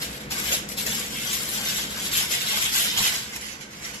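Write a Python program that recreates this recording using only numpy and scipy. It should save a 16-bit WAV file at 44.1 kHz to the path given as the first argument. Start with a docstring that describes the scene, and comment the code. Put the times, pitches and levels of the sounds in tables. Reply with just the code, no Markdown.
"""Kitchen foil crackles close by as it is lifted off a stove top, carried aside and crumpled by hand.
Its creases buckle in swarms of tiny clicks, with brief metallic rings, sharper snaps and bright ticks.
An appliance hums underneath, fainter as the listener draws back.
The sheet flaps once and something bumps softly. A small hard room answers the foil."""
import sys
import numpy as np
from scipy import signal
from scipy.fft import rfft, irfft, next_fast_len
from scipy.io import wavfile
from scipy.ndimage import uniform_filter1d, map_coordinates

SR = 44100
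rng = np.random.default_rng(int(sys.argv[2]) if len(sys.argv) > 2 else 0)


def log_audio(samples):
    """Write samples as a 16-bit WAV file to the path given in sys.argv[1]."""
    # one column per channel
    frames = np.atleast_2d(samples).T
    # limit to full scale, then quantise
    limited = np.clip(frames, -1, 1)
    pcm = np.round(limited * 32767).astype(np.int16)
    wavfile.write(sys.argv[1], SR, pcm)


N = 176400
TIME_S = np.arange(N) / SR
SIDES = np.array([[.5], [-.5]])  # left, right
PORT_LAG_S = .0003  # sound reaches the right microphone port later


def amp(db):
    """Decibels to gain."""
    return 10 ** (np.asarray(db) / 20)

def unit(x):
    """Scale to rms 1."""
    return x / np.sqrt(np.mean(x ** 2) + 1e-20)

def along(rows, hz):
    """Interpolate (Hz, value) rows on a log axis."""
    f, v = np.transpose(rows)
    return np.interp(np.log(hz + 1), np.log(f + 1), v)

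def curve(rows):
    """Interpolate (s, value) rows per sample."""
    return np.interp(TIME_S, *np.transpose(rows))

def wobble(knots_per_s):
    """Smooth random curve."""
    return map_coordinates(rng.standard_normal(N // 20), [TIME_S * knots_per_s], mode="mirror")

def filtered(x, response):
    """Apply a frequency response."""
    m = next_fast_len(N + SR // 2)
    return irfft(rfft(x, m) * response(np.fft.rfftfreq(m, 1 / SR)), m)[..., :N]

def highpass(x, edge_hz):
    """Fourth-order high-pass."""
    return filtered(x, lambda hz: 1 - 1 / (1 + (hz / edge_hz) ** 4))

def bandpass(x, centre_hz, width_hz):
    """Gaussian band."""
    return filtered(x, lambda hz: np.exp(-((hz - centre_hz) / width_hz) ** 2))

def port_lag(x):
    """Delay right against left."""
    return filtered(x, lambda hz: np.exp(2j * np.pi * hz * SIDES * PORT_LAG_S))


def crackle(spectrum, clicks_per_s, spread_db=2, clump_db=0.4):
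    """Buckling clicks of uneven size, in clumps, at an even mean strength."""
    hit = rng.random(N) < clicks_per_s / SR
    size_db = spread_db * np.minimum(rng.exponential(size=N), 5) + clump_db * wobble(130)
    clicks = hit * amp(size_db) * rng.choice([-1, 1], N)
    clicks /= np.sqrt(np.abs(uniform_filter1d(clicks ** 2, size=1100)) + 1e-6)
    return unit(filtered(clicks, lambda hz: amp(along(spectrum, hz))))

# Spectra of the open and the crumpled sheet. Each row: frequency in Hz, relative density in dB.
OPEN_SPECTRUM = [(500, -19.5), (1200, -11), (1600, -8.5), (2100, 1.5), (2450, -1.5), (3100, 4), (3700, 2),
                 (4400, -2.5), (5200, -1.5), (6300, -4.5), (7700, -2.5), (8700, -14.5), (9700, -12),
                 (11000, -5), (13000, -8)]
CRUMPLED_SPECTRUM = [(500, -21), (1200, -9.5), (1600, -6.5), (2100, 3.5), (2500, -0.5), (3000, 4),
                     (4000, -4), (5200, -2), (6300, -1.5), (7800, -5), (8700, -17), (9700, -13),
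                     (11000, -5.5), (13000, -14.5)]
def creases(clicks_per_s=3500, crumpled_from_s=3.25):
    """Creases buckle in swarms; the crumpled piece, held aside, sounds thinner."""
    open_sheet = crackle(OPEN_SPECTRUM, clicks_per_s)
    crumpled = crackle(CRUMPLED_SPECTRUM, clicks_per_s)
    return np.where(TIME_S < crumpled_from_s, open_sheet, crumpled)

def facet_rings(rings_per_s=130, centre_hz=7480, spread_oct=.45, t60_s=0.035, spread_db=4, pool=900):
    """Small facets ring briefly, each at its own pitch."""
    t = np.arange(SR // 16) / SR
    onset, chance = rng.random((2, pool, 1))
    sounding = chance < rings_per_s * N / SR / pool
    pitch_hz = np.minimum(centre_hz * 2 ** (spread_oct * rng.standard_normal((pool, 1))), SR / 2)
    size = amp(spread_db * np.minimum(rng.exponential(size=(pool, 1)), 3)) * sounding
    rings = size * amp(-60 * t / t60_s) * np.sin(2 * np.pi * pitch_hz * t)
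    index = (onset * N).astype(int) + np.arange(len(t))
    ringing = np.bincount(index.ravel(), rings.ravel(), N)[:N]
    return unit(filtered(ringing, lambda hz: amp(along(OPEN_SPECTRUM, hz))))

# Panel rustle. Each row: time in seconds, relative level in dB.
PANEL_LEVEL = [(0.0, -45.5), (0.29, -60), (0.31, -42.5), (0.49, -42), (0.545, -40), (0.58, -48),
               (0.69, -61), (0.91, -43), (1.08, -49.5), (1.8, -42.5), (1.82, -49), (2.24, -41.5),
               (2.28, -50), (2.32, -44), (2.36, -43), (2.6, -39.5), (2.67, -43), (2.71, -48), (2.75, -36.5),
               (2.83, -44.5), (2.95, -42), (2.98, -33), (3.02, -39), (3.08, -38), (3.12, -41), (3.23, -49),
               (3.73, -56.5), (3.87, -47), (4.0, -56.5)]
# Its spectrum. Each row: frequency in Hz, relative density in dB.
PANEL_SPECTRUM = [(150, -75), (350, -15), (650, -1.5), (850, 1), (1050, 2), (1300, -1.5), (1550, 9),
                  (2200, -16), (4000, -31)]
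def panels(gain_db=3):
    """The sheet's broad panels rustle low."""
    return amp(curve(PANEL_LEVEL) + gain_db) * crackle(PANEL_SPECTRUM, clicks_per_s=1500)

# Single creases. Each row: time in seconds, relative level in dB, t60 in seconds.
CREASE_SNAPS = [(0.0195, -21, 0.03), (0.1496, -32, .03), (0.232, -34, .03), (0.303, -23, .03),
                (0.3085, -20, 0.03), (0.317, -15, 0.025), (0.397, -17.5, 0.028), (0.522, -22, 0.041),
                (0.688, -20.5, 0.022), (0.717, -21.5, 0.039), (0.786, -22, 0.022), (0.864, -14.5, 0.019),
                (0.947, -17, 0.03), (0.999, -27, 0.035), (1.331, -20, 0.022), (1.347, -24, 0.022),
                (1.906, -17.5, 0.021), (2.0108, -38, .025), (2.1146, -18, 0.037), (2.151, -18, 0.035),
                (2.311, -15, 0.024), (2.465, -21, .03), (2.61, -25, 0.025), (2.7207, -23, 0.027),
                (2.975, -19, 0.053), (3.0594, -17, 0.031), (3.333, -23, 0.034), (3.3593, -17.5, 0.031),
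                (3.411, -25, .03), (3.609, -27.5, 0.03), (3.707, -32, 0.034), (3.724, -42, .03),
                (3.847, -26, 0.033)]
def snaps(gain_db=-4, rise_s=0.0029):
    """A crease runs for a moment, then snaps through."""
    envelope = np.zeros(N)
    for at_s, db, t60_s in CREASE_SNAPS:
        ramp = np.clip((TIME_S - at_s) / rise_s + .5, 0, 1)
        envelope += amp(db + gain_db - 60 * np.abs(TIME_S - at_s) / t60_s) * ramp
    return envelope * crackle(OPEN_SPECTRUM, clicks_per_s=5000)

def fold_colour(x, depth_db=0.5):
    """Each fold has its own colour: random gain patches, about 600 Hz by 35 ms."""
    spectra = signal.stft(x, nperseg=512)[2]
    patches = uniform_filter1d(rng.standard_normal(spectra.shape), size=7, axis=0)
    patches = uniform_filter1d(patches, size=6, axis=1)
    return signal.istft(spectra * amp(depth_db * unit(patches)), nperseg=512)[1][:N]

# How hard the hand works the foil. 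Each row: time in seconds, relative level in dB.
WORK_LIFT = [(0.0, -40.5), (0.018, -30), (0.038, -32.5), (0.088, -42), (0.178, -38), (0.194, -60),
             (0.202, -40), (0.29, -54), (0.314, -31), (0.36, -32.5), (0.39, -30.5), (0.425, -34),
             (0.46, -28), (0.508, -30.5), (0.524, -25), (0.546, -27), (0.575, -34), (0.62, -47),
             (0.66, -52), (0.68, -54), (0.688, -37.5), (0.726, -37.5), (0.76, -47)]
WORK_FOLD = [(0.765, -45), (0.773, -30.5), (0.787, -27.5), (0.853, -37), (0.869, -29.5), (1.013, -34),
             (1.095, -40), (1.109, -36), (1.281, -32.5), (1.322, -30), (1.34, -26), (1.375, -33),
             (1.429, -34.5), (1.467, -35), (1.555, -30), (1.607, -35), (1.685, -27.5), (1.749, -32),
             (1.771, -27), (1.857, -35.5), (1.883, -40.5), (1.923, -34.5), (1.945, -36.5), (1.979, -33),
             (1.987, -35.5), (2.065, -28.5), (2.1, -37.5)]
WORK_CRUMPLE = [(2.11, -37.5), (2.128, -26.5), (2.18, -23.5), (2.226, -28.5), (2.278, -37), (2.325, -24),
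                (2.386, -32), (2.42, -28), (2.446, -32.5), (2.494, -26.5), (2.552, -29), (2.568, -25.5),
                (2.604, -30.5), (2.62, -22.5), (2.67, -31), (2.714, -34), (2.726, -26.5), (2.79, -26),
                (2.86, -28), (2.962, -31.5), (2.978, -24), (3.036, -26), (3.072, -22), (3.105, -30),
                (3.15, -26.5), (3.2, -34.5), (3.27, -41.5)]
WORK_SETTLE = [(3.28, -43.5), (3.368, -39), (3.398, -47), (3.434, -37), (3.548, -41.5), (3.578, -52),
               (3.626, -38.5), (3.64, -47), (3.695, -54), (3.73, -43.5), (3.802, -45), (3.85, -35),
               (3.928, -43.5), (3.938, -38), (4.0, -43.5)]
# Treble and coarse crunch. Each row: time in seconds, extra gain in dB.
TREBLE_GAIN = [(0, 0.5), (.3, -2.5), (.47, 0.5), (.55, 3.5), (.8, 0), (.97, 1.5), (1.1, 1.5), (1.33, 0.5),
               (1.45, 3), (1.8, -2.5), (2.16, 0.5), (2.32, -0.5), (2.55, -2.5), (2.8, 4.5), (2.92, -5),
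               (3.02, 2.5), (3.17, -3.5), (3.38, 2), (3.65, -4.5), (3.95, -1.5), (4, -4)]
CRUNCH_GAIN = [(0, -3.5), (.15, -4), (.35, -4), (.48, -2), (.54, 1.5), (.66, -11), (.8, -3.5), (.9, -2.5),
               (1.15, 1.5), (1.35, -2), (1.75, -2), (2.1, -3), (2.3, 0), (2.55, 0), (2.62, -5.5),
               (2.665, 5.5), (2.73, -2), (2.8, 2), (3.07, -1), (3.14, -7.5), (3.25, -1), (3.38, -3.5),
               (3.6, -4.5)]
def foil(crinkle_db=3, ring_db=-11, treble_db_per_db=0.1109, neutral_db=-61):
    """Harder work makes the creases louder and brighter; snaps and panels join in."""
    work_db = curve([*WORK_LIFT, *WORK_FOLD, *WORK_CRUMPLE, *WORK_SETTLE])
    crinkle = amp(work_db + crinkle_db) * (creases() + amp(ring_db) * facet_rings()) + snaps()
    treble_db = treble_db_per_db * (work_db - neutral_db) + curve(TREBLE_GAIN)
    treble = (amp(treble_db) - 1) * highpass(crinkle, edge_hz=8050)
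    crunch = (amp(curve(CRUNCH_GAIN)) - 1) * bandpass(crinkle, centre_hz=3200, width_hz=800)
    return fold_colour(crinkle + treble + crunch + panels())

# Kitchen decay. Each row: frequency in Hz, t60 in seconds.
ROOM_T60 = [(200, 0.11), (2500, 0.48), (7000, 0.41), (13000, 0.14)]
def room_response(direct_db=-1.5, bounce_db=1, bounce_decay_s=0.0085, tail_db=-5):
    """Paths to both ports: direct sound, bounces off stove and wall, diffuse tail."""
    normed = lambda x: x / np.linalg.norm(x, axis=1, keepdims=True)
    hz, t, noise = signal.stft(rng.standard_normal((2, SR // 3)), SR, nperseg=256)
    tail = signal.istft(noise * amp(-60 * t / along(ROOM_T60, hz)[:, None]), SR, nperseg=256)[1]
    t = np.arange(tail.shape[1]) / SR
    bounces = rng.standard_normal(tail.shape) * (rng.random(tail.shape) < .04)
    bounces *= np.exp(-t / bounce_decay_s)
    response = amp(tail_db) * normed(tail) + amp(bounce_db) * normed(bounces)
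    response[0, 0] += amp(direct_db)
    response[1, int(PORT_LAG_S * SR * rng.uniform(.5, 1.5))] += amp(direct_db)
    return normed(response)

def kitchen(x, positions=125):
    """The paths keep changing, as each crease lies elsewhere on the moving sheet."""
    out, hop = np.zeros((2, N + 2 * SR)), N // positions
    padded = np.pad(x, (hop, 3 * hop))
    fade = np.sin(np.pi * np.arange(2 * hop) / (2 * hop))
    for k in range(positions + 1):
        grain = padded[k * hop:][:2 * hop] * fade
        echoed = signal.fftconvolve(grain[None], room_response(), axes=1)
        start = k * hop + rng.integers(30)
        out[:, start:start + echoed.shape[1]] += echoed
    return out[:, hop:hop + N]

# Motor tones. Each row: frequency in Hz, relative level in dB.
MOTOR_TONES = [(58.2, -61), (68.6, -59), (116.4, -55.5), (137.1, -53), (178, -56), (205.7, -48), (488, -63)]
# Air noise. Each row: frequency in Hz, relative density in dB.
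AIR_SPECTRUM = [(20, -9), (40, -12), (60, 8), (90, -7), (145, 4.5), (190, 4), (215, 8.5), (245, 2),
                (330, 1.5), (400, -2), (490, 2), (600, -4.5), (1000, -9.5), (2000, -5.5), (4000, -17),
                (7500, -37), (9000, -28), (13000, -42.5)]
# Its stereo likeness. Each row: frequency in Hz, left-right correlation.
AIR_CORRELATION = [(30, 1), (70, 1), (130, 1), (220, 1), (370, 1), (670, .6), (1200, 0.22), (2500, 0.64)]
# Nearness of the appliance. Each row: time in seconds, air noise gain in dB.
NEARNESS = [(0, 0.5), (.4, 1), (1.1, -0.5), (1.5, -1), (2.05, 0), (2.35, -3.5), (2.9, -1.5), (3.3, -5),
            (4, -5.5)]
def appliance(waver_db=1, drift_rad=0.05, air_db=-39.5, hum_db_per_db=1.17):
    """An unsteady motor hums over moving air; the hum fades faster with distance."""
    hum = np.zeros(N)
    for hz, db in MOTOR_TONES:
        peak = np.sqrt(2) * amp(db + waver_db * wobble(3.4))
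        hum += peak * np.sin(2 * np.pi * (hz * TIME_S + rng.random()) + drift_rad * wobble(3.2))

    def mid_side(hz):
        angle = np.arccos(np.clip(along(AIR_CORRELATION, hz), -1, 1)) / 2
        return amp(along(AIR_SPECTRUM, hz)) * [np.cos(angle), np.sin(angle)]

    mid, side = filtered(rng.standard_normal((2, N)), mid_side)
    air = unit(np.array([mid + side, mid - side]))
    near_db = curve(NEARNESS)
    return amp(hum_db_per_db * near_db) * hum + amp(near_db + air_db) * air

# Kinks facing the listener. Each row: start in seconds, relative level in dB, t60 in seconds.
KINK_TICKS = [(0.309, -30, 0.018), (0.689, -24.5, .022), (.7775, -29, .015), (.8695, -17, .004),
              (0.9527, -10, .004), (.9995, -15, 0.0044), (1.1525, -25, .003), (1.334, -18, .012),
              (1.3465, -25, .008), (1.4339, -11, .004), (1.4903, -18, 0.011), (2.223, -17, .003),
              (2.2335, -21, .003), (2.786, -10, .003), (3.362, -35, .025), (3.611, -45, 0.027)]
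def ticks(pan_db=7, room_db=-6):
    """A kink gives at once: a thin crack that arrives mostly directly."""
    envelope = sum(amp(db - 60 * np.abs(TIME_S - start_s) / t60_s) * (TIME_S >= start_s)
                   for start_s, db, t60_s in KINK_TICKS)
    crack = highpass(envelope * rng.standard_normal(N), edge_hz=4800)
    room = signal.fftconvolve(crack[None], room_response(), axes=1)[:, :N]
    return amp(SIDES * pan_db) * (port_lag(crack) + amp(room_db) * room)

# Soft blows. Each row: peak time in seconds, level in dB, centre and width in Hz,
# rise and fall time constants in seconds.
SOFT_BLOWS = [(.54, -31.5, 560, 220, 0.027, 0.013), (0.869, -38, 447, 200, 0.018, 0.012),
              (.95, -37.5, 210, 60, 0.046, 0.038), (2.313, -37, 543, 300, 0.0051, 0.0084),
              (2.98, -41, 103, 40.4, .025, 0.021), (3.008, -31.5, 122, 111, 0.0044, 0.016)]
def bumps():
    """A flap of the sheet and soft bumps: short swells of low, damped vibration."""
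    out = np.zeros(N)
    for peak_s, db, centre_hz, width_hz, rise_s, fall_s in SOFT_BLOWS:
        age_s = TIME_S - peak_s
        envelope = np.exp(-np.where(age_s < 0, -age_s / rise_s, age_s / fall_s))
        blow = bandpass(rng.standard_normal(N), centre_hz, width_hz) * envelope
        out += amp(db) * blow * np.linalg.norm(envelope) / np.linalg.norm(blow)
    return out

# Port imbalance. Each row: frequency in Hz, left minus right in dB.
PORT_BALANCE = [(400, -9), (700, 6), (1100, -4.5), (1500, 1.5), (2100, -4.5), (3200, -2), (4300, 0.5),
                (5300, 1.5), (6300, -2), (7500, 1), (8700, 5), (10000, 4), (13000, 6.5)]
# Sheet position. Each row: time in seconds, left minus right in dB.
SHEET_PAN = [(0.0, 1.5), (0.21, -0.5), (0.46, 2), (0.65, -1.5), (0.72, 2.5), (1.16, 0.5), (1.34, 2),
             (3.39, -1.5), (3.52, -4.5), (4.0, -1)]
def scene():
    """The foil moves between the two ports, over hum and bumps."""
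    sheet = filtered(kitchen(foil()), lambda hz: amp(SIDES * along(PORT_BALANCE, hz)))
    low = port_lag(bumps() + appliance())
    return sheet * amp(SIDES * curve(SHEET_PAN)) + ticks() + low

def record(dry):
    """Steep band limit on the treble."""
    top_hz, slope_width_hz = 13150, 200
    return filtered(dry, lambda hz: np.clip((top_hz - hz) / slope_width_hz + .5, 0, 1))


dry = scene()
out = record(dry)
log_audio(out)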